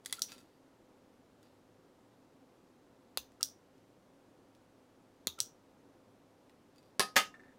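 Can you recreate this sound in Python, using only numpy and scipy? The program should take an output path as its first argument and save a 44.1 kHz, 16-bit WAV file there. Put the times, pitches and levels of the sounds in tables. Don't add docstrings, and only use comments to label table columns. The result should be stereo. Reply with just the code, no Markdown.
import sys
import numpy as np
from scipy import signal
from scipy.fft import rfft, irfft
from scipy.io import wavfile
from scipy.ndimage import uniform_filter1d

SR = 44100
rng = np.random.default_rng(int(sys.argv[2]) if len(sys.argv) > 2 else 0)


def waveform_to_disk(signal):
    frames = np.transpose(np.atleast_2d(signal))
    scaled = np.clip(frames, -1, 1) * 32767
    samples = np.round(scaled).astype(np.int16)
    wavfile.write(sys.argv[1], SR, samples)


def ratio_of_db(decibels):
    return 10 ** (np.asarray(decibels, float) / 20)


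N = 334278

# (frequency [Hz], level per Hz [dB])
AIR_SPECTRUM = [(12, -34.5), (20, -8.5), (27, -19), (79, -11), (96, -11.5), (224, -6.5), (265, -4),
                (428, -11.5), (521, -7.5), (566, -10), (888, -13.5), (1740, -21), (4160, -27),
                (14300, -36.5), (16500, -45)]
# (frequency [Hz], width [Hz], level [dB])
DUCT_PEAKS = [(271, 23, 5), (394, 69, 4.5), (504, 25, 5)]
# (time [s], level [units of 3 dB], half width [s])
AIR_SWELLS = [(.25, 0.5, .13), (5.9, 0.5, .3), (7.2, 1, .15), (7.5, 0.55, .2)]
# (frequency [Hz], correlation [-1 to 1])
MIC_LIKENESS = [(60, 0.00091), (150, 0.88), (380, 0.9), (950, 0.46), (2380, -0.19), (5980, 0.061),
                (15000, -0.38)]
# (frequency [Hz], level [dB])
MOTOR = (107, -77)

# (start [s], length [s], level [dB], level change over the stroke [dB])
RUB_STROKES = [(0.034, 0.16, -80.5, 18.5), (0.276, 0.14, -61, -22), (0.408, 0.12, -83, -8),
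               (0.516, 0.076, -85.5, -5), (1.419, 0.18, -81.5, -18), (6.732, 0.19, -89, 2.5)]
# (frequency [Hz], level per Hz [dB])
RUB_COLOUR = [(300, -27.5), (1000, -7.5), (1500, -9.5), (1760, -8.5), (4800, -4), (5420, -17), (15100, -16),
              (16500, -41)]

# (time [s], peak level [dB], left-right difference [dB], contact length [ms], ring level [dB])
GRIP_HITS = [
    (.042, -63, 0.5, 1.4, -13.5),
    (.049, -49, 13.5, 1.3, -25),
    (.0593, -26, -1.5, 2.2, -21),
    (.097, -46, 1.5, 2, -3.5),
    (.108, -51, -22.5, 2.3, -16),
    (.1258, -17.5, -0.5, 1.77, -14.5),
    (.193, -34, -5.5, 1.2, -17.5),
]
RELEASE_HITS = [
    (.2192, -12.5, -2.3, 0.84, -26),
    (3.4290, -11, -0.5, 0.66, -30),
    (5.4028, -9.5, -1.1, 0.45, -30.5),
]
SETTLING_HITS = [(.240, -43, -4, 1.5, -22), (.291, -47, 3, 1.3, -14), (.3192, -34, -2, 0.5, -14),
                 (.345, -52, 3, 1.2, -12), (.3805, -42, -1.2, 0.6, -16), (.404, -53, -3, 1.5, -12)]
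TAP_HITS = [
    (1.4692, -62, 2, 2, -30),
    (6.4955, -50.5, 1, 1.58, -30),
    (.412, -61, 0, 2, -31),
]
LATCH_HITS = [
    (3.4097, -33.5, -3, 0.65, -32.5),
    (3.412, -45, -6.5, 0.87, -28.5),
    (5.388, -45, -18.5, .7, -41.5),
    (5.3895, -35, 5, 1, -35.5),
]
CLAMP_HITS = [
    (3.1734, -11.5, -3, 0.8, -19),
    (5.2712, -8.5, -3.5, 0.64, -23.5),
]
REBOUND_HITS = [
    (3.1803, -30, -2, 1, -6),
    (5.2782, -26, -3, 1, -5),
]
FIRST_BOUNCE_HITS = [
    (6.9950, -9, 0, 1.56, -14.5),
    (6.9995, -20.5, -13, 0.85, -27),
    (7.0042, -14.5, -1.5, 2.5, -26.5),
    (7.011, -30, -9.5, 2.5, -19),
    (7.0245, -31.5, -2.5, 6.5, -3.5),
]
SECOND_BOUNCE_HITS = [(7.1578, -19, 0.5, 6.4, -27.5), (7.1633, -10, -2.5, 3.7, -9.5),
                      (7.167, -9, -3.5, 3, -29), (7.172, -17, -3, 1.6, -23), (7.1765, -15, 4, 2.7, -28),
                      (7.180, -14, -3, 1.4, -21.5), (7.1885, -22, -8, 1.5, -28),
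                      (7.199, -19.5, 4, 0.87, -21)]
# (time [s], peak level [dB], left-right difference [dB], steel ring level [dB])
TICK_HITS = [(1.4294, -51.5, -7, -18), (1.440, -71, -4, -22), (3.319, -54.5, -2.5, -26),
             (3.78, -62, -2, -22), (4.5496, -53.5, 1, -21), (6.5046, -63, -2.2, -28),
             (6.760, -54.5, -5, -15), (6.782, -51.5, -2, -6), (6.8286, -58, -0.5, -12.5),
             (6.857, -62.5, -1, -10)]
# (time [s], peak level [dB])
ROCK_HITS = [(7.341, -43.5), (7.3959, -48), (7.435, -52.5), (7.4593, -57), (7.481, -56), (7.4915, -61),
             (7.503, -63), (7.5223, -59)]
# (end time [s], level [dB], frequency [Hz], build-up [ms])
SPRING_SLIPS = [
    (0.190, -45, 1370, 4.5),
    (3.408, -45, 1340, 1.6),
    (5.387, -45, 1348, 2.6),
]
# (time [s], level [dB], frequency [Hz], decay to -60 dB [s])
BODY_KNOCKS = [(3.18, -58.5, 63, 0.27), (3.435, -63.5, 74.5, 0.17), (5.28, -55, 83, 0.23),
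               (5.411, -51, 110, 0.095), (7.9, -65, 67, .2), (6.998, -58.5, 680, 0.14),
               (12, -46, 450, 0.12), (7.166, -34.5, 270, 0.057), (6.996, -50, 550, 0.056)]

# (frequency [Hz], level per Hz [dB])
GRIP_COLOUR = [(180, -51), (300, -30), (1210, -18.5), (2000, -9.5), (2700, -22.5), (3360, -5.5),
               (4930, -11), (10300, -6.5), (12600, -16), (15200, -14), (16500, -30.5)]
RELEASE_NEAR = [(180, -52.5), (300, -25.5), (2610, -27), (4100, -6), (5640, -0.5), (6560, -11), (8300, -4),
                (10500, -16.5), (12400, -14), (15200, -17), (16500, -28)]
RELEASE_FAR = [(880, -54), (1500, -18.5), (2170, -33.5), (3400, -8.5), (4800, -8.5), (5750, -0.5),
               (6700, -9), (8300, -8.5), (13500, -16), (15200, -12), (16000, -13), (16500, -45)]
TICK_COLOUR = [(180, -36), (300, -5.5), (2360, -6.5), (3030, -4), (8300, -8), (9180, -12), (9980, -7.5),
               (11600, -16.5), (16500, -17)]
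TAP_COLOUR = [(500, -37), (1600, 0), (2100, -6), (2600, -9), (4400, -5), (5600, -11), (7200, -16),
              (12000, -22)]
CLAMP_NEAR = [(88, -47.5), (150, -17), (518, -2), (2810, -11), (3500, -4.5), (4330, 1.5), (5380, -11),
              (6940, -3), (10100, -12.5), (10900, -2.5), (13600, -16), (14700, -13.5), (15600, -14.5),
              (16500, -25.5)]
CLAMP_FAR = [(470, -46), (800, -13.5), (1000, -9), (2070, -15), (3600, 5), (4300, -3), (5080, -8),
             (6140, 2.5), (8120, -12), (8980, -8), (15100, -8.5), (16500, -23.5)]
TIGHT_NEAR = [(88, -63), (150, -12), (508, -14), (972, -30), (1930, -15), (2760, -24.5), (3600, -5),
              (4250, 3), (5170, -13.5), (6940, -4.5), (8130, -15.5), (8790, -12.5), (15600, -16),
              (16500, -24.5)]
TIGHT_FAR = [(470, -52.5), (800, -26), (943, -17), (2200, -22), (3750, 3.5), (4950, -14), (6220, -5.5),
             (7920, -17), (15100, -15), (15900, -22), (16500, -37.5)]
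FIRST_BOUNCE_COLOUR = [(88, -24.5), (150, -11), (916, -7.5), (1050, -0.5), (1440, -12), (1720, -1),
                       (2450, -10), (4780, -3), (6940, -14), (10100, -7), (16500, -29.5)]
SECOND_BOUNCE_COLOUR = [(88, -42.5), (150, -26), (1140, -20.5), (1250, -7.5), (1380, -23), (1750, -7),
                        (2310, -17), (2870, -8.5), (3350, -16.5), (13600, -28.5), (16500, -44)]
ROCK_COLOUR = [(590, -48), (1000, -16), (1780, -5), (2910, -22), (3130, -54), (3620, -20), (4120, -29),
               (9000, -30), (11700, -65), (19800, -120)]

# (frequency [Hz], level [dB], decay to -60 dB [s])
GRIP_MODES = [(420, -6, .015), (1350, -8, .02), (2000, 2, .025), (2600, -12, .05), (3370, 4, .03),
              (4750, -4, .07), (7100, -10, .05)]
SPRING_MODES = [(3700, -9, .04), (5480, -5, .1), (5650, -3, .14), (5790, 0, .2), (5960, -2, .17),
                (6150, -7, .1)]
JAW_MODES = [(1364, -5, .15), (1780, -11.5, 0.067), (2584, -3, .1), (3680, 2, 0.044), (4630, -1, 0.11),
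             (4750, -1, 0.092), (5600, -5, 0.16), (7100, -5.5, .06)]
CASE_MODES = [(560, -1, .012), (1130, -1, .018), (1720, -2, .013), (2450, -3, .016), (3520, 4, .03),
              (3900, 4, .016), (4250, 5, .016), (4600, 1, .012), (8650, -3, .012)]
TIGHT_CASE_MODES = [(453, 1.5, 0.013), (1220, -2.5, .016), (1970, -3, .01), (2634, -13, 0.014),
                    (3640, -7, .03)]
STEEL_MODES = [(2600, -8, .08), (3680, -7, .06), (4200, -9, .05), (4700, 0, .1), (4790, -6, .08),
               (7050, -8, .06), (8400, -13, .06)]
BLADE_MODES = [(3750, 0, .018), (6400, -7, .018)]
TABLE_END_MODES = [(250, -12, .08), (400, -6, .09), (590, -7, .11), (781, -8, .16), (911, -11, .12),
                   (1077, -11, .1), (1254, -5, .28), (1707, 0, .13), (1798, -2, .13), (2256, -9, .13),
                   (2584, -7, .11), (3128, -8, .11), (3540, -11, .14), (3946, -8, .11), (4660, -4, .11),
                   (4753, -4, .14), (4947, -3, .07), (5803, -14, .16), (8398, -6, .06)]
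TABLE_MODES = [(585, -9, .14), (777, -1, .12), (912, -4, .12), (1077, -9, .09), (1251, -1, .23),
               (1513, -6, .14), (1705, -3, .11), (1783, 5, .1), (1803, -7, .17), (2107, -5, .15),
               (2202, -8, .14), (2592, -7, .14), (2775, -8, .23), (2856, -3, .09), (3135, -5, .15),
               (3548, -5, .16), (3585, -8, .16), (4676, -5, .17), (5100, -14, .13), (5650, -15, .18),
               (7038, -7, .07), (8400, -11, .1)]
HEEL_MODES = [(1726, -5, 0.09), (1792, 1.5, 0.11), (2030, -10, 0.045), (2240, -17, .04), (3560, -17, 0.058)]

# (frequency [Hz], decay to -60 dB [s])
ROOM_DECAY = [(100, 0.22), (500, .22), (2000, 0.18), (4000, .18), (5800, 0.22), (8000, 0.17), (12000, .16),
              (15700, 0.18), (16200, .04)]
# (delay [s], level [dB])
ROOM_ECHOES = [(.0035, -22.5), (.0072, -9), (0.0104, -30), (0.018, -22.5), (.038, -27)]

HAND_LAG_MS, TABLE_LAG_MS = .03, .16


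def add(mix, s, sound):
    part = mix[..., round(s * SR):][..., :sound.shape[-1]]
    part += sound[..., :part.shape[-1]]


def evened(x):
    return x / np.sqrt(np.mean(x ** 2) + 1e-20)


def whitened(x):
    z = rfft(x, axis=-1)
    return irfft(z / (abs(z) + 1e-12), x.shape[-1], axis=-1)


def read(points, hz):
    f, value = np.transpose(points)
    return np.interp(np.log(hz + 1), np.log(f + 1), value)


def colour(points):
    level_db = np.maximum(read(points, np.fft.rfftfreq(2048, 1 / SR)), -100)
    half = np.log(ratio_of_db(level_db))
    full = np.r_[half, half[-2:0:-1]]
    spectrum = np.exp(full - 1j * signal.hilbert(full).imag)
    taps = np.fft.ifft(spectrum).real[None, :1024]
    return taps / np.linalg.norm(taps)


def paired(x):
    z = rfft(x, axis=1)
    same = np.clip(read(MIC_LIKENESS, np.fft.rfftfreq(x.shape[1], 1 / SR)), -1, 1)
    return irfft([z[0], same * z[0] + np.sqrt(1 - same ** 2) * z[1]], x.shape[1], axis=1)


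def ring(modes):
    t = np.arange(SR // 4) / SR
    total = np.zeros(len(t))
    for hz, db, t60 in modes:
        phase = np.arctan(np.log(1000) / t60 / (2 * np.pi * hz))
        total += ratio_of_db(db - 60 * t / t60) * np.cos(2 * np.pi * hz * t + phase)
    return ((1 - np.exp(-t / 0.00039)) * total)[None]


def blows(rows, near, far, modes, far_db, rise_ms, alike, lag_ms=HAND_LAG_MS, crack=0):
    out = np.zeros((2, 2, N))
    t_ms = np.arange(1024) / SR * 1000
    near, far, body = colour(near), colour(far), ring(modes)[0]
    lag = round(lag_ms * SR / 1000)
    late = np.zeros(lag // 2)
    for s, db, pan_db, ms, ring_db in rows:
        shape = (1 - np.exp(-(t_ms / rise_ms) ** 2)) * np.exp(-t_ms / ms)
        touching = shape > 1e-3
        push = rng.standard_normal((2, len(t_ms)))
        for _ in range(4):
            steady = push / (uniform_filter1d(abs(push), size=9) + 1e-9)
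            push = whitened(steady * shape) * touching
        right, other = paired(push) * touching
        left = np.roll(alike * right + np.sqrt(1 - alike ** 2) * other, lag)
        push = np.array([left, right])
        push[[0, 1], shape.argmax() + np.array([lag, 0])] += crack
        push /= np.sqrt(1 + crack ** 2)
        level = ratio_of_db(db + np.array([[pan_db], [-pan_db]]) / 2) / 2
        rung = np.array([np.r_[late, body], np.r_[body, late]]) * level * ratio_of_db(ring_db)
        push *= level * np.linalg.norm(shape) / shape.max()
        add(out, s, np.array([rung, 0.25 * rung]))
        add(out[0], s, signal.fftconvolve(push, near, axes=1))
        add(out[1], s, signal.fftconvolve(push, far, axes=1) * ratio_of_db(far_db))
    return out


def ventilation():
    frames, hz = N // 1024 + 5, np.fft.rfftfreq(4096, 1 / SR)
    a, b = rng.standard_normal((2, 2, len(hz), frames))
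    patches = uniform_filter1d(rng.standard_normal((len(hz), frames)), size=24, axis=0)
    patches = evened(uniform_filter1d(patches, size=3, axis=1))
    level_db = read(AIR_SPECTRUM, hz)
    for f, width, db in DUCT_PEAKS:
        level_db = level_db + db / (1 + (2 * (hz - f) / width) ** 2)
    t = (np.arange(frames) - 2) * 1024 / SR
    swell_db = sum(db * np.exp(-((t - s) / half) ** 2) for s, db, half in AIR_SWELLS)
    bass = 1 / (1 + (hz[:, None] / 1500) ** 2)
    level_db = level_db[:, None] + 0.42 * patches + 3.0 * swell_db * bass
    same = np.clip(read(MIC_LIKENESS, hz), -1, 1)[:, None]
    left, other = a + 1j * b
    z = np.array([left, same * left + np.sqrt(1 - same ** 2) * other]) * ratio_of_db(level_db)
    out = signal.istft(z, nperseg=4096, noverlap=3072)[1][:, :N]
    return ratio_of_db(-64.5 + np.array([[.8], [1.2]])) * evened(out)


def motor_hum():
    hz, db = MOTOR
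    waver = evened(uniform_filter1d(rng.standard_normal(N), size=9000))
    pitch = hz + 4.1 * np.roll(waver, N // 2)
    return ratio_of_db(db + 1.4 * waver) * np.sin(2 * np.pi * np.cumsum(pitch) / SR)


def rubbing():
    out = np.zeros((2, N))
    t = np.arange(SR // 3) / SR
    damped_jaws = ring([(hz, db, t60 * .45) for hz, db, t60 in JAW_MODES])[0]
    for s, length, db, ease_db in RUB_STROKES:
        unevenness = evened(uniform_filter1d(rng.standard_normal(len(t)), size=90))
        micro_slips = rng.standard_normal((2, len(t))) * ratio_of_db(1.7 * unevenness)
        grain = evened(signal.fftconvolve(micro_slips, colour(RUB_COLOUR), axes=1)[:, :len(t)])
        struck = rng.random(len(t)) < 110 / SR
        knocks = ratio_of_db(4.0 * rng.exponential(1, len(t))) * struck * np.sign(micro_slips[0])
        grain += ratio_of_db(-6.0) * evened(signal.fftconvolve(knocks, damped_jaws)[:len(t)])
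        stroke = np.clip(np.minimum(t, length - t) / 0.017, 0, 1)
        add(out, s, grain * stroke * ratio_of_db(db + 8.0 + ease_db * (t / length) ** 1.2))
    return out


def handling():
    return blows(GRIP_HITS, GRIP_COLOUR, GRIP_COLOUR, GRIP_MODES, far_db=-8.0, rise_ms=0.43, alike=0.6)


def room(x):
    taps = rng.standard_normal((2, SR // 2)) * (rng.random((2, SR // 2)) < .15)
    hz, t, z = signal.stft(taps, SR, nperseg=256)
    decay = ratio_of_db(-60 * t / read(ROOM_DECAY, hz)[:, None])
    tail = signal.istft(z * decay, SR, nperseg=256)[1]
    tail *= np.clip(np.arange(tail.shape[1]) / SR / 0.0019, 0, 1) ** 2
    tail = paired(tail / np.linalg.norm(tail[0])) * ratio_of_db(-3.0)
    for s, db in ROOM_ECHOES:
        for side, shift in zip(tail, rng.integers(-9, 9, 2)):
            add(side, s + shift / SR, ratio_of_db(db) * np.hanning(6) / 1.5)
    return signal.oaconvolve(x, tail, axes=1)[:, :N]


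def spring_squeaks():
    out, t = np.zeros(N), np.arange(-1300, 900) / SR
    for s, db, hz, ms in SPRING_SLIPS:
        swell = np.where(t < 0, np.exp(t * 1000 / ms), np.exp(-t / 0.0017))
        add(out, s - 1300 / SR, ratio_of_db(db) * swell * np.sin(2 * np.pi * hz * t))
    return out


def releases():
    return blows(RELEASE_HITS, RELEASE_NEAR, RELEASE_FAR, SPRING_MODES, far_db=-7.5, rise_ms=0.8, alike=0.89, crack=0.2)


def settling():
    return blows(SETTLING_HITS, TICK_COLOUR, GRIP_COLOUR, JAW_MODES, far_db=-0.5, rise_ms=0.35, alike=0.58)


def finger_taps():
    return blows(TAP_HITS, TAP_COLOUR, TAP_COLOUR, CASE_MODES, far_db=-6.0, rise_ms=0.4, alike=0.6)


def ticks_and_latch():
    ticks = [(s, db, pan_db, 1.1, ring_db) for s, db, pan_db, ring_db in TICK_HITS]
    return blows(ticks + LATCH_HITS, TICK_COLOUR, TICK_COLOUR, STEEL_MODES, far_db=-5.0, rise_ms=0.32, alike=0.2)


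def clamps():
    first = blows(CLAMP_HITS[:1], CLAMP_NEAR, CLAMP_FAR, CASE_MODES,
                  far_db=-8.0, rise_ms=.12, alike=.3, crack=.7)
    second = blows(CLAMP_HITS[1:], TIGHT_NEAR, TIGHT_FAR, TIGHT_CASE_MODES,
                   far_db=-8.5, rise_ms=0.1, alike=0.32, crack=.7)
    return first + second


def knocks():
    out, t = np.zeros(N), np.arange(SR // 3) / SR
    for s, db, hz, t60 in BODY_KNOCKS:
        add(out, s, ratio_of_db(db - 60 * t / t60) * (1 - np.exp(-t / .004)) * np.sin(2 * np.pi * hz * t))
    return out


def rebounds():
    return blows(REBOUND_HITS, TIGHT_FAR, TIGHT_FAR, BLADE_MODES, far_db=-8.0, rise_ms=0.4, alike=.5)


def table_bounces():
    first = blows(FIRST_BOUNCE_HITS, FIRST_BOUNCE_COLOUR, FIRST_BOUNCE_COLOUR, TABLE_END_MODES,
                  far_db=-3.0, rise_ms=0.36, lag_ms=TABLE_LAG_MS, alike=0.32)
    second = blows(SECOND_BOUNCE_HITS, SECOND_BOUNCE_COLOUR, SECOND_BOUNCE_COLOUR, TABLE_MODES,
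                   far_db=-2.0, rise_ms=0.56, lag_ms=TABLE_LAG_MS, alike=0.81)
    return first + second


def rocking():
    rocks = [(s, db, -1.5, 0.425, -0.5) for s, db in ROCK_HITS]
    return blows(rocks, ROCK_COLOUR, ROCK_COLOUR, HEEL_MODES,
                 far_db=7.0, rise_ms=0.15, lag_ms=TABLE_LAG_MS, alike=0.63)


def scene():
    near, far = (handling() + releases() + settling() + finger_taps() + ticks_and_latch()
                 + clamps() + rebounds() + table_bounces() + rocking())
    squeak = spring_squeaks()
    direct = near + squeak
    echo = room(far + 0.5 * squeak)
    return direct + echo + rubbing() + knocks() + ventilation() + motor_hum()


def top_cut(x):
    return signal.sosfilt(signal.butter(12, 17130, fs=SR, output="sos"), x)


def record(dry):
    edge = signal.firwin(255, 16600, window=("kaiser", 9), fs=SR)
    mix = signal.oaconvolve(dry, edge[None], "same", axes=1)
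    return top_cut(mix)


dry = scene()
out = record(dry)
waveform_to_disk(out)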